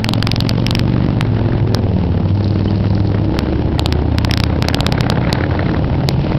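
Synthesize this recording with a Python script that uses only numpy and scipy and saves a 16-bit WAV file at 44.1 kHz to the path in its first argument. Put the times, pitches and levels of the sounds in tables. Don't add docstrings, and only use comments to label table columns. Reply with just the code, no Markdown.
import sys
import numpy as np
from scipy import signal
from scipy.fft import rfft, irfft, next_fast_len
from scipy.io import wavfile
from scipy.ndimage import uniform_filter1d, map_coordinates

SR = 44100
rng = np.random.default_rng(int(sys.argv[2]) if len(sys.argv) > 2 else 0)


def generate_wav(signal):
    frames = np.transpose(np.atleast_2d(signal))
    scaled = np.clip(frames, -1, 1) * 32767
    pcm = np.round(scaled).astype(np.int16)
    wavfile.write(sys.argv[1], SR, pcm)


N = 281358
T = np.arange(N) / SR


def amp(db):
    return 10 ** (np.asarray(db) / 20)


def unit(x):
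    return x / np.sqrt(np.mean(x ** 2) + 1e-20)


def wobble(rate):
    return map_coordinates(rng.standard_normal(int(N * rate / SR) + 4), [T * rate])


def swell(at, width):
    return 1 / (1 + ((T - at) / width) ** 2 / 2) ** 2


def curve(points):
    return np.interp(T, *np.transpose(points))


def coloured(x, points):
    size = 2 * next_fast_len(N // 2 + SR // 4)
    hz, db = np.transpose(points)
    log_hz = np.log(np.fft.rfftfreq(size, 1 / SR) + 1)
    gain = amp(np.interp(log_hz, np.log(hz), db))
    cepstrum = irfft(np.log(gain))
    cepstrum[1:size // 2] *= 2
    cepstrum[size // 2 + 1:] = 0
    return irfft(rfft(x, size) * np.exp(rfft(cepstrum)), size)[:N]


def noise(points, gate=1):
    return unit(coloured(gate * rng.standard_normal(N), points))


def bursts(events, rise_s, fall_s):
    lead = SR // 50
    out, t = np.zeros(N + SR), np.arange(-lead, lead) / SR
    shape = np.exp(np.minimum(t / rise_s, -t / fall_s))
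    for at, db in events:
        out[round(at * SR) - lead:][:len(t)] += amp(db) * shape
    return out[:N]


def crank(glide):
    middle, cycle_hz, slope, settling, climb, firing = glide
    since = T - middle
    speed_hz = cycle_hz + climb * since + slope * settling * np.tanh(since / settling)
    turns = np.cumsum(speed_hz) / SR
    return turns - np.interp(firing, T, turns)


# frequency in Hz, gain in dB.
FRONT_COLOUR = [(60, -1.5), (200, 8.5), (450, 7.5), (900, -6), (1400, -7.5), (3000, -18), (4500, -21.5),
                (5500, -20.5)]
REAR_LAG = .43
FIRING_SCATTER_DB, THUD_SCATTER_DB = 2.5, 1.5
APPROACH_DB_PER_S, RECEDE_DB_PER_S = 34, 26.5
FACING_S = .54


def motorcycle(glide, passing, firing, pipe, orders):
    near, until, thud_db, facing, facing_db = passing
    puff_db, snap_db, sign, rear_db = firing
    approach_db = -APPROACH_DB_PER_S * np.maximum(near - T, 0)
    recede_db = -RECEDE_DB_PER_S * np.maximum(T - until, 0)
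    nearness = amp(approach_db + recede_db)
    turns = crank(glide)

    firings = np.arange(np.ceil(turns[0]), turns[-1] - 1 / 2)[:, None] + [0, REAR_LAG]
    luck = rng.standard_normal(firings.shape)
    when = np.searchsorted(turns, firings.ravel())

    def impulses(scatter_db):
        strength = amp(scatter_db * luck + [0, rear_db])
        return np.bincount(when, strength.ravel(), N)[:N]

    kicks = impulses(FIRING_SCATTER_DB)
    beats = impulses(THUD_SCATTER_DB)
    thud = amp(thud_db + facing_db * swell(facing, FACING_S)) * unit(coloured(beats, pipe))
    snap = amp(snap_db) * unit(coloured(kicks, FRONT_COLOUR))

    drone = np.zeros(N)
    for order, db, at, width in orders:
        pair_phase = np.angle(1 + np.exp(-2j * np.pi * order * REAR_LAG))
        phase = 2 * np.pi * order * turns + pair_phase
        drone += amp(db) * swell(at, width) * np.cos(phase - .6)

    puffs = signal.lfilter([1], [1, -np.exp(-1 / (0.003 * SR))], kicks[::-1])[::-1]
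    puffs = uniform_filter1d(np.roll(puffs, SR // 600), SR // 700)
    sound = sign * (nearness * (thud + snap) + drone)
    return np.array([sound, nearness * amp(puff_db) * puffs])


# frequency in Hz, gain in dB.
BRIGHT_PIPE = [(25, -29.5), (60, -1.5), (110, 2.5), (160, 0), (230, -4.5), (300, -5), (400, -13),
               (600, -22), (900, -30.5), (1400, -37.5), (5000, -49)]
DEEP_PIPE = [(25, -25), (45, 0), (82, -3), (130, 0.5), (180, 0.5), (250, -4), (340, -6), (450, -6.5),
             (750, -21), (1200, -42), (5000, -51.5)]
TOURING_PIPE = [(25, -25.5), (50, 0), (78, 7), (115, -1), (160, -0.5), (220, -11.5), (305, 1.5), (420, -8),
                (600, -11), (950, -23.5), (1500, -42.5), (5000, -48.5)]
# multiple of the cycle
# rate, level in dB, loudest moment in seconds, width of the swell in seconds.
ORDERS_1 = [(5, -17.5, .35, .7), (6, -23, .7, .4), (7, -25, .55, .35), (8, -26, .85, .5), (9, -28, .35, .5),
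            (10, -23, .55, .7), (10, -25, 1.35, .12), (12, -25.5, .3, .5), (13, -26, .95, .25),
            (14, -31, .05, .5), (15, -30, .85, .27), (22, -35, .75, .35), (23, -34, .9, .25)]
ORDERS_2 = [(5, -18, 2.05, .25), (5, -14, 1.4, .27), (6, -21, 1.65, .25), (9, -20.5, 2, .13),
            (13, -25, 2.2, .12), (16, -24, 1.5, .16)]
ORDERS_3 = [(5, -13.5, 2.9, .5), (5, -15, 2.35, .12), (9, -20, 2.9, .18), (10, -24.5, 2.7, .5),
            (14, -30, 3.5, .27), (15, -23.5, 3.15, .33), (16, -25, 2.6, .3), (16, -27, 3.35, .18)]
ORDERS_4 = [(5, -17.5, 5.5, .12), (5, -16.5, 4.1, .65), (7, -22, 3.4, .25), (7, -16, 4.3, .25),
            (7, -16, 5.12, .22), (7, -17, 6, .2), (9, -23.5, 4.95, .5), (9, -22, 3.9, .18),
            (10, -24, 5.2, .18), (11, -29, 4.4, .5), (12, -26, 4.9, .5), (13, -25, 4.25, .12),
            (17, -28, 5.4, .5), (17, -25.5, 4.15, .27), (17, -25, 4.75, .12), (19, -26.5, 4.2, .3),
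            (20, -27, 3.75, .12), (21, -29, 3.9, .25), (22, -31, 3.8, .27), (23, -27, 3.6, .18),
            (24, -24.5, 3.95, .14), (26, -31, 3.55, .14), (28, -31, 5.8, .12)]
ORDERS_5 = [(5, -21, 5.95, .25), (6, -21, 5.95, .15), (10, -21, 6.2, .3), (13, -25, 6.3, .12),
            (21, -27, 5.65, .12), (21, -28, 6.3, .15)]
ORDERS_6 = [(4, -16.5, 1.95, .22), (5, -19, 1.65, .12), (9, -21.5, 1.7, .18), (9, -19, 2.2, .12),
            (12, -23, 2.45, .12), (18, -25.5, 1.72, .16), (22, -30, 1.75, .2)]
# middle of the glide in seconds, four-stroke cycles per second there, slope of the glide there
# in cycles per second squared, settling time in seconds, added steady climb in cycles per second
# squared, one front-cylinder firing in seconds.
GLIDES = [(.8, 23.58, 2.39, 5, 0, .045), (2.1, 18.7, -9.5, .29, 0, 1.77), (3, 20.45, 1.2, 1, 0, 2.955),
          (5.076, 17.225, 2.016, 1.58, 0, 3.794), (6, 14.65, .25, 1, 0, 6.35),
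          (2.1, 18.9, -15.2, .25, 3.5, 2.18)]
# end of the approach fade in seconds, start of the receding fade in
# seconds, thud level in dB, moment the pipe faces the microphone in seconds, change in thud then in dB.
PASSES = [(0, 1.02, -25, 1.1, 10.5), (1.3, 3.4, -29, 1.6, 7), (2.3, 3, -20.5, 4.3, 3),
          (2.8, 9, -27.5, 2.6, 3.5), (5.701, 5.6, -34.5, 4.7, 10.5), (1.6, 1.5, -27, 1.8, -8)]
# gas puff level in dB against the other machines, pressure front level in
# dB, sign of the machine's sound (1 crest, -1 suction), rear cylinder in dB against the front.
FIRINGS = [(7.5, -34, -1, -0.5), (6, -39, -1, -0.5), (-3, -36, -1, -7.5), (-4.5, -35, 1, -1),
           (-6.5, -43, 1, 4), (-6.5, -50, -1, -5.5)]


def procession():
    pipes = [BRIGHT_PIPE, DEEP_PIPE, BRIGHT_PIPE, TOURING_PIPE, DEEP_PIPE, TOURING_PIPE]
    orders = [ORDERS_1, ORDERS_2, ORDERS_3, ORDERS_4, ORDERS_5, ORDERS_6]
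    return sum(motorcycle(*machine) for machine in zip(GLIDES, PASSES, FIRINGS, pipes, orders))


# time in seconds, relative pressure with
PUTTS = [(0.02, 0.087), (.067, -0.3), (0.159, -0.21), (0.18, .45), (.203, -0.093), (.248, -0.11),
         (.337, -0.62), (0.453, -0.65), (.54, -0.094), (.583, -1.1), (.623, 0.37), (0.73, -0.62),
         (0.773, -0.37), (.839, -0.68), (.856, -0.41), (0.88, 0.25), (.924, -0.61), (.965, -0.3),
         (1.007, -0.78), (1.047, -.36), (1.107, -0.35), (1.172, -.48), (1.253, -0.28), (1.336, 0.46),
         (1.361, 0.35), (1.387, 0.3), (1.415, -0.58), (1.552, -0.85), (1.631, 0.2), (1.773, 0.96),
         (1.795, -0.59), (1.868, 0.65), (1.918, -0.47), (1.94, -.36), (1.968, 0.52), (2.092, 0.016),
         (2.15, -0.62), (2.179, -0.27), (2.233, 0.65), (2.262, -0.5), (2.413, -0.085), (2.509, -0.91),
         (2.522, 0.54), (2.609, -.45), (2.713, 0.49), (2.781, -0.34), (2.808, 0.28), (2.908, -0.21),
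         (2.956, -0.58), (2.98, -0.69), (3.003, 0.44), (3.101, -0.047), (3.146, -0.37), (3.199, -.36),
         (3.295, -0.67), (3.422, -0.052), (3.559, -0.32), (3.597, 0.19), (3.676, -0.83), (3.727, 0.25),
         (3.816, .36), (3.958, -1.1), (3.99, 0.72), (4.023, 1), (4.056, 0.29), (4.12, 0.29), (4.146, 0.49),
         (4.209, 0.21), (4.274, 0.75), (4.505, -0.63), (4.527, 0.44), (4.772, 0.17), (4.832, 0.43),
         (4.89, 0.48), (4.949, 0.23), (4.98, -0.32), (5.142, .38), (5.197, -0.62), (5.214, 0.34),
         (5.438, -0.22), (5.489, .36), (5.551, 0.29), (5.667, -0.66), (5.693, 0.47), (6.267, 0.65)]


def putts(db=-1, width_s=0.00036, rebound=0.23, rebound_s=0.00093):
    lead = SR // 100
    out, t = np.zeros(N + SR), np.arange(-lead, lead) / SR
    point = np.exp(1 / 2 - np.hypot(t / width_s, 1 / 2))
    shape = point - rebound * np.exp(-(t / rebound_s) ** 2)
    for at, pressure in PUTTS:
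        out[round(at * SR) - lead:][:len(t)] += pressure * shape
    return amp(db) * out[:N]


# time in seconds, number of needle peaks, gap between
# the peaks in ms.
BARKS = [(.0447, 2, .28), (.0901, 2, .25), (.1359, 2, .27), (.2265, 2, .55), (.2715, 2, .85),
         (.3163, 3, .4), (.3612, 1, 0), (.4053, 2, .3), (.4936, 3, .25), (.6662, 2, .4), (.7092, 2, .28),
         (.7517, 2, .38), (.7945, 1, 0), (1.2102, 1, 0), (1.747, 2, .25), (3.3901, 1, 0), (3.7949, 1, 0),
         (3.8605, 2, .25), (3.9252, 1, 0), (4.1846, 1, 0), (4.2485, 1, 0), (4.3119, 2, .38),
         (4.3384, 2, .5), (4.375, 1, 0), (4.4018, 1, 0), (4.4376, 2, .8), (4.6245, 1, 0), (4.6856, 2, .25),
         (4.7457, 3, .33), (4.8064, 2, .25), (4.8658, 1, 0), (4.924, 1, 0), (5.0085, 1, 0), (5.1005, 1, 0),
         (5.3291, 1, 0), (6.0888, 3, .25)]


def hard_firings(crest_db=-2.5, rise_s=0.00074, fall_s=0.00143, suction_db=-17):
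    out, t = np.zeros(N + SR), np.arange(-SR // 200, SR // 100) / SR
    crest = amp(crest_db) * np.exp(-(t / np.where(t < 0, rise_s, fall_s)) ** 2)
    suction = amp(suction_db) * np.exp(-((t - .003) / .0015) ** 2)
    for at, count, gap_ms in BARKS:
        delays = (np.arange(count) - (count - 1) / 2) * gap_ms / 1000
        needles = 2.7 * np.exp(-((t - delays[:, None]) / .00007) ** 2).sum(0)
        out[round(at * SR) - SR // 200:][:len(t)] += crest + needles - suction
    return out[:N]


# time in seconds, relative level in dB.
POPS = [(0.182, -32), (0.451, -24), (0.923, -20.5), (0.965, -17), (1.004, -33), (1.106, -22), (1.252, -25),
        (1.523, -21), (1.602, -19), (2.179, -25), (2.847, -25), (2.978, -22), (3.146, -22), (3.175, -26.6),
        (3.368, -19), (3.533, -23), (3.559, -21), (3.784, -12.5), (4.297, -14), (4.502, -44), (4.531, -37),
        (4.645, -16), (4.701, -12), (4.734, -14), (4.79, -14), (4.846, -20), (4.98, -11.5), (5.034, -17),
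        (5.067, -15.5), (5.09, -23), (5.121, -13), (5.175, -12), (5.229, -22), (5.25, -17), (5.281, -20),
        (5.304, -16), (5.356, -19), (5.387, -20), (5.409, -14), (5.439, -14), (5.512, -14), (5.542, -18),
        (5.594, -10), (5.615, -29), (5.665, -17.5), (5.695, -16), (5.746, -16), (5.846, -17.5),
        (5.945, -18), (6.015, -22), (6.043, -21), (6.331, -18)]
# frequency in Hz, gain in dB.
POP_COLOUR = [(120, -14), (300, 5.5), (600, 2.5), (1000, -7), (1500, 0.5), (2200, -5.5), (2700, -15),
              (4000, -24.5), (5500, -26.5)]


def exhaust_pops(db=2, rise_s=0.0017, fall_s=0.0013):
    return amp(db) * bursts(POPS, rise_s, fall_s) * noise(POP_COLOUR)


# time in seconds, relative peak in dB.
TICKS = [(2.3513, -27), (2.4298, -28), (2.4447, -22), (2.4614, -38), (2.4798, -21), (2.5077, -21.5),
         (2.6085, -22), (2.6449, -23), (2.7067, -20.5), (2.7581, -24), (2.7791, -31), (2.8824, -29),
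         (2.9037, -21.5), (2.9506, -18), (2.9743, -31), (3.0023, -18), (3.0737, -22.5)]


def chatter(db=-48, tick_db=-5, rise_s=0.00062, fall_s=0.0015, uneven_db=5):
    passing = np.interp(T, [2.25, 2.45, 3.0, 3.25], [0, 1, 1, 0])
    rattle = amp(db) * passing * unit(amp(uneven_db * wobble(180)))
    ticks = amp(tick_db) * bursts(TICKS, rise_s, fall_s)
    metal = noise([(2500, -44), (3800, -12.5), (4400, -6.5), (5400, -15.0), (6500, -36)])
    return (rattle + ticks) * metal


def squeak(db=-26, pitch_hz=3050, rise_hz_per_s=25000, width_s=0.0047):
    t = T - 2.683
    phase = 2 * np.pi * (pitch_hz + rise_hz_per_s * t / 2) * t
    return amp(db) * np.exp(-(t / width_s) ** 2) * np.sin(phase)


# frequency in Hz, relative density in dB per Hz.
RASP = [(150, -22), (350, -7.5), (560, 0), (720, -3.5), (900, -3), (1150, -19), (2000, -32.5),
        (5000, -37.5)]
CRACKLE = [(400, -7.5), (1000, 3.5), (1500, 4.5), (2200, -1), (3000, -7), (4200, -7), (5500, -29)]
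HISS = [(500, -3.5), (1500, -2.5), (2200, 1), (2900, 6), (3600, 0), (4500, -1), (5500, -6.5)]
RUMBLE = [(15, -12.5), (35, -7), (70, 0), (140, 1.5), (220, -4), (330, -9), (500, -19), (1000, -29),
          (3000, -57.5)]
# time in seconds, width in seconds, change in rasp level in dB, change in
# the puffs' share of the crackle in dB, change in their share of the hiss in dB.
THROTTLE = [(0.351, 0.73, 1.5, 8, 15), (1.519, 0.24, 2, 9.5, -3), (3.4, 0.28, 0.5, 2.5, 0.5),
            (5.1, 0.95, 6, 17, -11), (5.301, 0.043, 2.5, 3.5, 3), (6.309, 0.042, 4.5, 8.5, -0.5)]
# time in seconds, level in dB.
HISS_DB = [(0, -42.5), (.5, -39.5), (1.3, -39.5), (3.5, -38.5), (5.3, -39.5), (6.3, -34.5)]
# time in seconds, level in dB.
RUMBLE_DB = [(0, -23), (.9, -22), (1.6, -19), (2.2, -20.5), (3.2, -20), (4.5, -21), (5.5, -18),
             (6.38, -17.5)]


def road_noise(puffs, rasp_db=-32.5, crackle_db=-37, rasp_floor=1.19, crackle_floor=1.77, spit_share=0.52):
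    throttle = sum(np.outer(change_db, swell(at, width)) for at, width, *change_db in THROTTLE)
    rasp_change, crackle_change, hiss_change = throttle
    puffs = puffs / np.sqrt(np.abs(uniform_filter1d(puffs ** 2, SR // 2)) + 1e-6)

    rumble = amp(curve(RUMBLE_DB)) * noise(RUMBLE)
    rasp = amp(rasp_db + rasp_change) * noise(RASP, puffs + rasp_floor)
    crackle_gate = amp(crackle_change) * puffs + amp(crackle_change / 2) * crackle_floor
    crackle = amp(crackle_db + 2.5 * wobble(30)) * noise(CRACKLE, crackle_gate)
    hiss_gate = 1 + spit_share * amp(hiss_change) * puffs
    hiss = amp(curve(HISS_DB) + 2.43 * wobble(57)) * noise(HISS, hiss_gate)
    return rumble + rasp + crackle + hiss


def scene():
    engines, puffs = procession()
    background = road_noise(puffs)
    firings = putts() + hard_firings() + exhaust_pops()
    return (engines + firings + chatter() + squeak() + background)[None]


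FULL_SCALE = .72


def gain_control(x, target_db=-14, window_s=0.062, strength=0.56):
    clipped = np.clip(x, -FULL_SCALE, FULL_SCALE)
    power = np.abs(uniform_filter1d(clipped ** 2, int(window_s * SR))) + 1e-6
    return x * (amp(target_db) / np.sqrt(power)) ** strength


def record(dry, overload=1.25, top_hz=16500):
    band_limit = signal.firwin(161, 5650, window=("kaiser", 8), fs=SR)
    x = signal.resample_poly(gain_control(dry[0]), 1, 4, window=band_limit)
    held = x / (1 + np.abs(x / (.96 * FULL_SCALE)) ** 6) ** (1 / 6)
    crest = (x >= np.roll(x, 1)) & (x > np.roll(x, -1))
    flipped = (x > overload) & crest
    flipped |= np.roll(flipped, 1) & (rng.random(len(x)) < .08)
    samples = np.where(flipped, -FULL_SCALE, held)
    y = signal.resample_poly(samples, 4, 1, window=band_limit)[:N]
    y = np.clip(y, -FULL_SCALE, FULL_SCALE)
    return signal.sosfiltfilt(signal.butter(12, top_hz, fs=SR, output="sos"), y)[None]


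dry = scene()
out = record(dry)
generate_wav(out)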